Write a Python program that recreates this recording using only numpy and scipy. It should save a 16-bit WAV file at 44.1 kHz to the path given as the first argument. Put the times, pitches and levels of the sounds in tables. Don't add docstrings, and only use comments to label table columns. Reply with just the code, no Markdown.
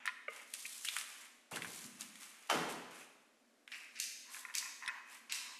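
import sys
import numpy as np
from scipy import signal
from scipy.fft import rfft, irfft, next_fast_len
from scipy.io import wavfile

SR = 44100
rng = np.random.default_rng(int(sys.argv[2]) if len(sys.argv) > 2 else 0)


def pcm_store(signal):
    levels = np.round(np.clip(np.atleast_2d(signal), -1, 1) * 32767)
    wavfile.write(sys.argv[1], SR, levels.astype(np.int16).T)


N = 246810
TIME = np.arange(N) / SR

# freq_hz, level_db
SPECK_SPECTRUM = [(150, -55), (500, -89), (1100, -37), (1700, -8), (2500, -2.5), (3300, -6.5), (5200, 3),
                  (7000, -2), (9500, -3), (12500, -10), (15000, -26)]
# start_s, level_db, decay_s, brightness_hz, hall_db
WOOD_BLOWS = [(1.514, -33.5, 0.021, 433, -23), (2.491, -41, 0.0065, 4040, -31),
              (2.498, -19, 0.0036, 10600, -12.5), (2.51, -20, 0.0034, 2920, -22.5)]
# start_s, spin_s, spin_db, lead_in_s, lead_in_db, snap_db
WHEEL_STRIKES = [(3.9994, 0.038, -44, 0.046, -51.5, -27.5), (4.5511, 0.031, -44, 0.0058, -43.5, -30.5),
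                 (5.3219, 0.043, -46, 0.0264, -43, -30.5)]


def from_db(db):
    return 10 ** (np.asarray(db) / 20)


def rms_one(x):
    return x / np.sqrt(np.mean(x ** 2) + 1e-20)


def at_hz(points, hz):
    table = np.array(points)
    return np.interp(np.log(np.maximum(hz, 1)), np.log(table[:, 0]), table[:, 1])


def butter(x, hz, kind, order=2):
    sos = signal.butter(order, np.clip(hz, 10, SR * .45), kind, fs=SR, output="sos")
    return signal.sosfilt(sos, x + 1e-18)


def colour(x, spectrum):
    size = next_fast_len(N)
    gain = from_db(at_hz(spectrum, np.arange(size // 2 + 1) * SR / size))
    return rms_one(irfft(rfft(x, size) * gain, size)[:N])


def noise(spectrum):
    return colour(rng.standard_normal(N), spectrum)


def wander(rate_hz):
    return rms_one(butter(rng.standard_normal(N), rate_hz, "low"))


def grains(per_s, spread_db):
    sizes = from_db(spread_db * np.minimum(rng.exponential(1, N), 4)) * rng.choice([-1, 1], N)
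    return sizes * (rng.random(N) < per_s / SR)


def burst(start_s, decay_s, hold_s=0, rise_s=0.00065):
    age_s = np.maximum(TIME - start_s, 0)
    return np.minimum(age_s / rise_s, 1) * np.exp(-np.clip((age_s - hold_s) / decay_s, 0, 50))


def stroke(start_s, length_s, swell_s):
    ease = np.sin(np.pi / 2 * np.clip((TIME - start_s) / swell_s, 0, 1)) ** 2
    return ease * burst(start_s, decay_s=0.026, hold_s=length_s)


def creep(moves, swell_share=0.21):
    return sum(from_db(db) * stroke(s, length_s, swell_share * length_s) for s, length_s, db in moves)


def strike_modes(times_s, levels_db, modes, vary_db):
    out, at = np.zeros(N), np.round(np.asarray(times_s) * SR).astype(int)
    chance = rng.standard_normal((len(at), len(modes), 2))
    for k, (hz, db, t60_s) in enumerate(modes):
        blows = np.full(N, 1e-18)
        blows[at] = from_db(levels_db + db + vary_db * chance[:, k, 0]) * np.sign(chance[:, k, 1])
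        radius, angle = from_db(-60 / (t60_s * SR)), 2 * np.pi * hz / SR
        out += signal.lfilter([0, np.sin(angle)], [1, -2 * radius * np.cos(angle), radius ** 2], blows)
    return out


def ventilation():
    # freq_hz, level_db
    air_spectrum = [(30, -11), (80, -55), (125, -21), (170, -23), (232, 4.5), (340, -4.5), (480, -6),
                    (610, -3.5), (900, -11), (1600, -10.5), (3000, -16), (8000, -19), (12500, -24),
                    (15000, -67)]
    return from_db(-72.5) * noise(air_spectrum)


def cloth_folds(x, rate_hz=29, depth_db=1):
    size = next_fast_len(N)
    spectrum, out = rfft(x, size), 0
    centres_hz = np.geomspace(1000, 14000, 12)
    log_hz = np.log(np.maximum(np.arange(size // 2 + 1) * SR / size, 1))
    for share in np.eye(len(centres_hz)):
        band = irfft(spectrum * np.interp(log_hz, np.log(centres_hz), share), size)[:N]
        out = out + band * from_db(depth_db * wander(rate_hz))
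    return rms_one(out)


def sleeve(hiss_db, rub_db, snag_db):
    # start_s, length_s, swell_s, hiss_db, rub_db
    strokes = [(0, 0.053, 0.0035, -99, -56.5), (0.266, 0.15, .07, -59.5, -55),
               (0.428, 0.51, 0.19, -50, -62.5), (0.881, 0.13, 0.089, -48, -50),
               (1.049, 0.21, .05, -58.5, -58.5), (1.507, 0.062, 0.016, -51, -55),
               (1.604, 0.25, 0.05, -51, -59.5), (1.833, 0.65, 0.15, -63.5, -63.5),
               (1.99, 0.029, 0.014, -51.5, -58), (2.193, 0.044, .03, -51.5, -59),
               (2.679, 0.037, .02, -50, -50), (2.895, 0.13, 0.03, -59, -56.5),
               (3.677, 0.15, 0.048, -61, -60), (3.847, 0.1, 0.13, -68, -67), (4.272, 0.13, 0.078, -50, -63),
               (5.037, 0.12, .11, -56, -55.5)]
    # freq_hz, level_db
    hiss_spectrum = [(1760, -27), (3000, 6.5), (4200, 8.5), (5200, 7), (7530, 11), (10800, 8.5),
                     (13100, 1.5), (15500, -21)]
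    # freq_hz, level_db
    rub_spectrum = [(300, -31.5), (750, -12), (1050, -6.5), (1600, -5.5), (2400, -2), (3200, -9),
                    (4500, -26), (7000, -20), (15000, -79)]
    hiss_gain, rub_gain = 0, 0
    for start_s, length_s, swell_s, high_db, low_db in strokes:
        moving = stroke(start_s, length_s, swell_s)
        hiss_gain = hiss_gain + moving * from_db(high_db + hiss_db)
        rub_gain = rub_gain + moving * from_db(low_db + rub_db)
    snag_gain = from_db(snag_db) * np.sqrt(hiss_gain * rub_gain)
    snags = colour(grains(per_s=250, spread_db=2.5), SPECK_SPECTRUM)
    flutter = rms_one(from_db(3 * wander(rate_hz=110)))
    hiss = cloth_folds(colour(grains(per_s=12000, spread_db=-2.0), hiss_spectrum))
    rub = cloth_folds(colour(grains(per_s=6600, spread_db=3.0), rub_spectrum))
    return hiss_gain * flutter * hiss + rub_gain * rub + snag_gain * snags


def click_contacts(rebound_s=0.0075, ring_loss_db=3, edge_loss_db=14):
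    # start_s, ring_db, edge_db, contact_count
    clicks = [(0.055, -35.5, -52, 1), (0.0761, -26.5, -56, 3), (1.587, -55, -65, 1),
              (4.4505, -33.5, -90, 1), (4.4855, -43, -76, 1), (4.499, -43.5, -76, 3), (4.626, -41, -66, 1),
              (4.656, -41, -76, 2), (4.824, -38.5, -63, 3), (4.860, -45, -42, 1), (4.8768, -30.5, -30, 2),
              (4.8871, -31, -56, 3)]
    return [(start_s + k * rebound_s, ring_db - k * ring_loss_db, edge_db - k * edge_loss_db)
            for start_s, ring_db, edge_db, count in clicks for k in range(count)]


def dull_clicks(ring_db):
    # freq_hz, level_db, t60_s
    modes = [(1022, -17.5, 0.082), (1190, -19.5, 0.017), (1415, -13.5, 0.061), (1820, -11, 0.019),
             (1806, -6, 0.033), (1990, 0.5, 0.011), (2540, -11, 0.041)]
    times_s, levels_db, _ = np.transpose(click_contacts())
    ring = strike_modes(times_s, levels_db + ring_db, modes, vary_db=0.5)
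    return butter(ring, [920, 2750], "band", order=4)


def click_edges(edge_db, decay_s):
    # freq_hz, level_db
    edge_spectrum = [(2600, -16), (3300, 3), (3750, 13.5), (4400, -15), (5400, 3), (6500, -29), (8300, -12),
                     (9500, -6.5), (10700, -4), (12500, -38)]
    envelope = sum(from_db(db + edge_db) * burst(start_s + .001, decay_s, hold_s=.003, rise_s=.001)
                   for start_s, _, db in click_contacts())
    return envelope * noise(edge_spectrum)


def lighter_ticks(crack_db, body_db, body_width):
    # start_s, crack_db, case_db, case_hz
    ticks = [(0.0565, -35.5, -43, 1830), (.0645, -51, -33, 1990), (0.0757, -57, -32.5, 2680),
             (0.3615, -45, -76, 2600), (.537, -30, -34.5, 3230), (0.549, -61, -41, 2470),
             (0.847, -30.5, -35.5, 2090), (0.8517, -32, -35, 2610), (0.8848, -36, -25.5, 2850),
             (0.9648, -33, -28, 1820), (0.985, -31, -35, 3700), (1.011, -36, -38, 2600),
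             (1.5108, -43, -55, 2460), (1.559, -34, -34, 2770), (1.5697, -42, -35, 1250),
             (1.6201, -42.5, -32.5, 2250), (1.6457, -47, -33, 1490), (2.0083, -33, -57, 2700),
             (2.016, -47, -41, 2900), (2.155, -49, -44.5, 2520), (3.676, -54.5, -42, 2240),
             (3.7182, -56, -38.5, 2420), (3.9883, -42, -55, 3180), (4.3447, -48, -38, 1710),
             (4.367, -60, -39, 1500), (4.5397, -44, -39, 3060), (4.58, -31, -44, 5500),
             (4.5818, -32, -26.5, 6300)]
    # freq_hz, level_db
    crack_spectrum = [(1000, -35), (2500, -15.5), (4000, 2.5), (6500, 7.5), (9500, 9), (13000, -2.5),
                      (15500, -26)]
    crack_gain, case = 0, np.zeros(N)
    white = rng.standard_normal((len(ticks), SR // 10))
    for (start_s, edge_db, case_db, case_hz), chatter in zip(ticks, white):
        rattle = from_db(-15) * burst(start_s + .008, decay_s=0.013)
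        envelope = burst(start_s, decay_s=0.0026, hold_s=0.0012, rise_s=0.0016) + rattle
        crack_gain = crack_gain + from_db(edge_db) * envelope
        ring = butter(chatter, [case_hz / (1 + body_width), case_hz * (1 + body_width)], "band")
        ring = rms_one(butter(ring, [1100, 6000], "band"))
        span = slice(int(start_s * SR), int(start_s * SR) + len(ring))
        case[span] += from_db(case_db) * envelope[span] * ring
    return from_db(crack_db) * crack_gain * noise(crack_spectrum) + from_db(body_db) * case


def table_tap():
    # start_s, level_db
    taps = [(.2807, -36.5), (.2875, -57)]
    # freq_hz, level_db, decay_s, swell_s
    modes = [(453, -9.5, 0.0098, 0.005), (564, -1.5, 0.0037, 0.00455), (1239, -4.5, 0.01, 0.0037),
             (1480, -3, 0.0031, 0.0019), (2090, -10, 0.035, 0.0017), (2185, 6, 0.00067, 0.0045),
             (2820, -9, 0.0048, 0.0018)]
    out = 0
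    for start_s, tap_db in taps:
        for hz, mode_db, decay_s, swell_s in modes:
            envelope = from_db(tap_db + mode_db) * burst(start_s, decay_s, swell_s, rise_s=swell_s)
            out = out + envelope * np.sin(2 * np.pi * hz * (TIME - start_s))
    return out


def finger_squeaks(waver_hz=150, decay_s=0.006):
    # start_s, length_s, level_db, pitch_hz, glide_hz_per_s
    slips = [(0.6502, 0.0044, -41, 2427, 4), (0.863, 0.021, -41.5, 3083, -12000),
             (1.524, 0.019, -45.5, 2460, 17997)]
    out = 0
    for start_s, length_s, db, hz, glide_hz_per_s in slips:
        pitch_hz = hz + glide_hz_per_s * np.clip(TIME - start_s, 0, length_s + decay_s)
        pitch_hz += waver_hz * wander(rate_hz=305)
        grip = 1 + 0.58 * wander(rate_hz=400)
        tone = rms_one(grip * np.sin(2 * np.pi * np.cumsum(pitch_hz) / SR))
        out = out + from_db(db) * tone * burst(start_s, decay_s, length_s, rise_s=0.73 * length_s)
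    return out


def knocks():
    # freq_hz, level_db
    wood_spectrum = [(40, -2), (80, -33), (130, -10.5), (240, -5), (450, -6.5), (750, -7.5), (1400, -10),
                     (2300, -17), (3100, -16.5), (3700, -20.5), (5000, -22.5), (9000, -24.5), (12500, -26),
                     (15000, -53)]
    wood, direct, hall_feed = noise(wood_spectrum), 0, 0
    for start_s, db, decay_s, bright_hz, hall_db in WOOD_BLOWS:
        envelope = from_db(db) * burst(start_s, decay_s, hold_s=0.00036, rise_s=0.0032)
        direct = direct + butter(wood * envelope, bright_hz, "low", order=1)
        impulse = signal.unit_impulse(N, int(start_s * SR))
        blow = colour(impulse, wood_spectrum) / np.sqrt(N)
        hall_feed = hall_feed + butter(from_db(hall_db) * blow, bright_hz, "low", order=1)
    return direct, hall_feed


def knock_ring(ring_db, full_ring_hz):
    # freq_hz, level_db, t60_s
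    modes = [(1226, -10, .14), (1355, -8, .16), (1583, -10, .14), (1875, -8, .15), (2762, -3, .06),
             (3048, -6, .13), (4920, -13, .1), (5830, -12, .07)]
    times_s, levels_db, _, bright_hz, _ = np.transpose(WOOD_BLOWS)
    softness_db = 20 * np.log10(np.minimum(bright_hz / full_ring_hz, 1))
    return strike_modes(times_s, levels_db + softness_db + ring_db, modes, vary_db=1.5)


def floor_bumps(low_cut_hz):
    # start_s, level_db, brightness_hz
    bumps = [(1.525, -49, 151), (1.584, -52, 120), (1.667, -53, 140), (1.849, -57.5, 141)]
    # freq_hz, level_db, t60_s
    modes = [(118, 2, 0.071), (170, 0, 0.12), (212, -12, 0.12), (240, -4, 0.13), (270, -13.5, 0.1)]
    thuds = sum(butter(strike_modes([start_s], db, modes, vary_db=-2.0), bright_hz, "low")
                for start_s, db, bright_hz in bumps)
    return butter(thuds, low_cut_hz, "high", order=3)


def hollow_rub():
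    # start_s, length_s, level_db
    rubs = [(1.548, 0.031, -51.5), (4.229, 0.35, -62.5), (4.592, 0.1, -58), (4.799, 0.19, -53.5),
            (5.269, 0.27, -59.5)]
    # freq_hz, level_db
    hollow_spectrum = [(150, -61), (550, -33), (820, -18), (960, -8), (1050, -4), (1230, -16), (1600, -11),
                       (1950, -8), (2400, -16), (4000, -28), (15000, -44)]
    return creep(rubs) * colour(grains(per_s=2800, spread_db=-0.5), hollow_spectrum)


def board_groans(resonance_hz=(193, 264)):
    # start_s, length_s, level_db
    groans = [(1.824, 0.042, -56.5), (1.945, 0.085, -65.5), (2.06, .15, -72.5)]
    drone = rms_one(butter(grains(per_s=460, spread_db=2.0), resonance_hz, "band"))
    return creep(groans) * drone


def flint_wheel(release_s, teeth_per_s, bite, tooth_decay_share, uneven_db):
    # freq_hz, level_db
    case_spectrum = [(800, -43.5), (1400, -6), (1900, -4.5), (2450, 1.5), (2800, -3), (3400, -31),
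                     (8000, -62)]
    # start_s, length_s, level_db, brightness_hz, case_db
    turns = [(3.716, 0.033, -46.5, 2980, -4.5)]
    for start_s, spin_s, spin_db, lead_s, lead_db, _ in WHEEL_STRIKES:
        turns.append((start_s - lead_s, lead_s, lead_db, 4730, -9.5))
        turns.append((start_s, spin_s, spin_db, 14400, -20))
    tooth_hz = teeth_per_s * (1 + .25 * wander(rate_hz=61))
    tooth, phase = np.divmod(np.cumsum(np.abs(tooth_hz)) / SR, 1)
    depth = from_db(uneven_db * np.clip(rng.standard_normal(N), -2, 2))[tooth.astype(int)]
    specks = grains(per_s=7000, spread_db=0.5) * (1 + bite * depth * np.exp(-phase / tooth_decay_share))
    rasp, case, out = colour(specks, SPECK_SPECTRUM), colour(specks, case_spectrum), 0
    for start_s, length_s, db, bright_hz, case_db in turns:
        turning = from_db(db) * burst(start_s, release_s, hold_s=length_s, rise_s=0.0017)
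        out = out + butter(rasp * turning, bright_hz, "low") + from_db(case_db) * case * turning
    return out


def wheel_snaps():
    # freq_hz, level_db
    snap_spectrum = [(1500, -28), (2600, 2), (3300, 0.5), (4000, 6), (5000, 0), (6700, 7.5), (9000, -4),
                     (12500, -4), (15500, -27)]
    envelope = sum(from_db(db) * burst(start_s, decay_s=.0014, hold_s=.0016, rise_s=.001)
                   for start_s, *_, db in WHEEL_STRIKES)
    return envelope * noise(snap_spectrum)


def hall(x, build_s, bass_lag_cycles):
    # freq_hz, t60_s
    decay_times = [(120, 0.9), (300, 1.05), (800, 1.08), (2000, 1.08), (5000, 1.02), (9000, 0.8),
                   (14000, 0.7)]
    age_s, response = TIME[:N // 3], 0
    edges_hz = np.geomspace(60, 16000, 15)
    for low_hz, high_hz in zip(edges_hz, edges_hz[1:]):
        hz = np.sqrt(low_hz * high_hz)
        band = butter(rng.standard_normal(len(age_s)), [low_hz, high_hz], "band")
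        swell = 1 - np.exp(-(age_s / (build_s + bass_lag_cycles / hz)) ** 4)
        response = response + band * swell * from_db(-60 * age_s / at_hz(decay_times, hz))
    return signal.fftconvolve(x, response / np.sqrt(np.sum(response ** 2)))[:N]


def scene():
    wheel = flint_wheel(release_s=0.013, teeth_per_s=150, bite=2.0, tooth_decay_share=.4, uneven_db=3.0)
    wheel = wheel + wheel_snaps()
    ticks = lighter_ticks(crack_db=-4.5, body_db=-3.0, body_width=0.48) + finger_squeaks()
    clicks = dull_clicks(ring_db=1.0)
    edges = click_edges(edge_db=-3.5, decay_s=0.0013)
    tap = table_tap()
    cloth = sleeve(hiss_db=-3.0, rub_db=-3.0, snag_db=-11) + hollow_rub()
    knock, knock_feed = knocks()
    ring = knock_ring(ring_db=-13.5, full_ring_hz=2800)
    knock = butter(knock + ring, 600, "high", order=4)
    bumps = floor_bumps(low_cut_hz=140) + from_db(-4) * board_groans()
    near_send = (from_db(-1.5) * wheel + from_db(-11) * (ticks + tap)
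                 + from_db(-5.5) * cloth + from_db(-12.5) * clicks)
    far_send = from_db(13) * knock_feed + from_db(-11.5) * ring + from_db(3) * bumps
    room = hall(near_send, build_s=0.00062, bass_lag_cycles=3.4)
    room += hall(far_send, build_s=0.001, bass_lag_cycles=8.0)
    close = wheel + ticks + clicks + tap + edges + cloth
    return (close + knock + from_db(4.5) * bumps + room + ventilation())[None]


def record(dry):
    low_cut_hz, high_cut_hz = 43, 15300
    thin = butter(dry, low_cut_hz, "high", order=1)
    return signal.sosfiltfilt(signal.ellip(10, .05, 70, high_cut_hz, fs=SR, output="sos"), thin)


dry = scene()
out = record(dry)
pcm_store(out)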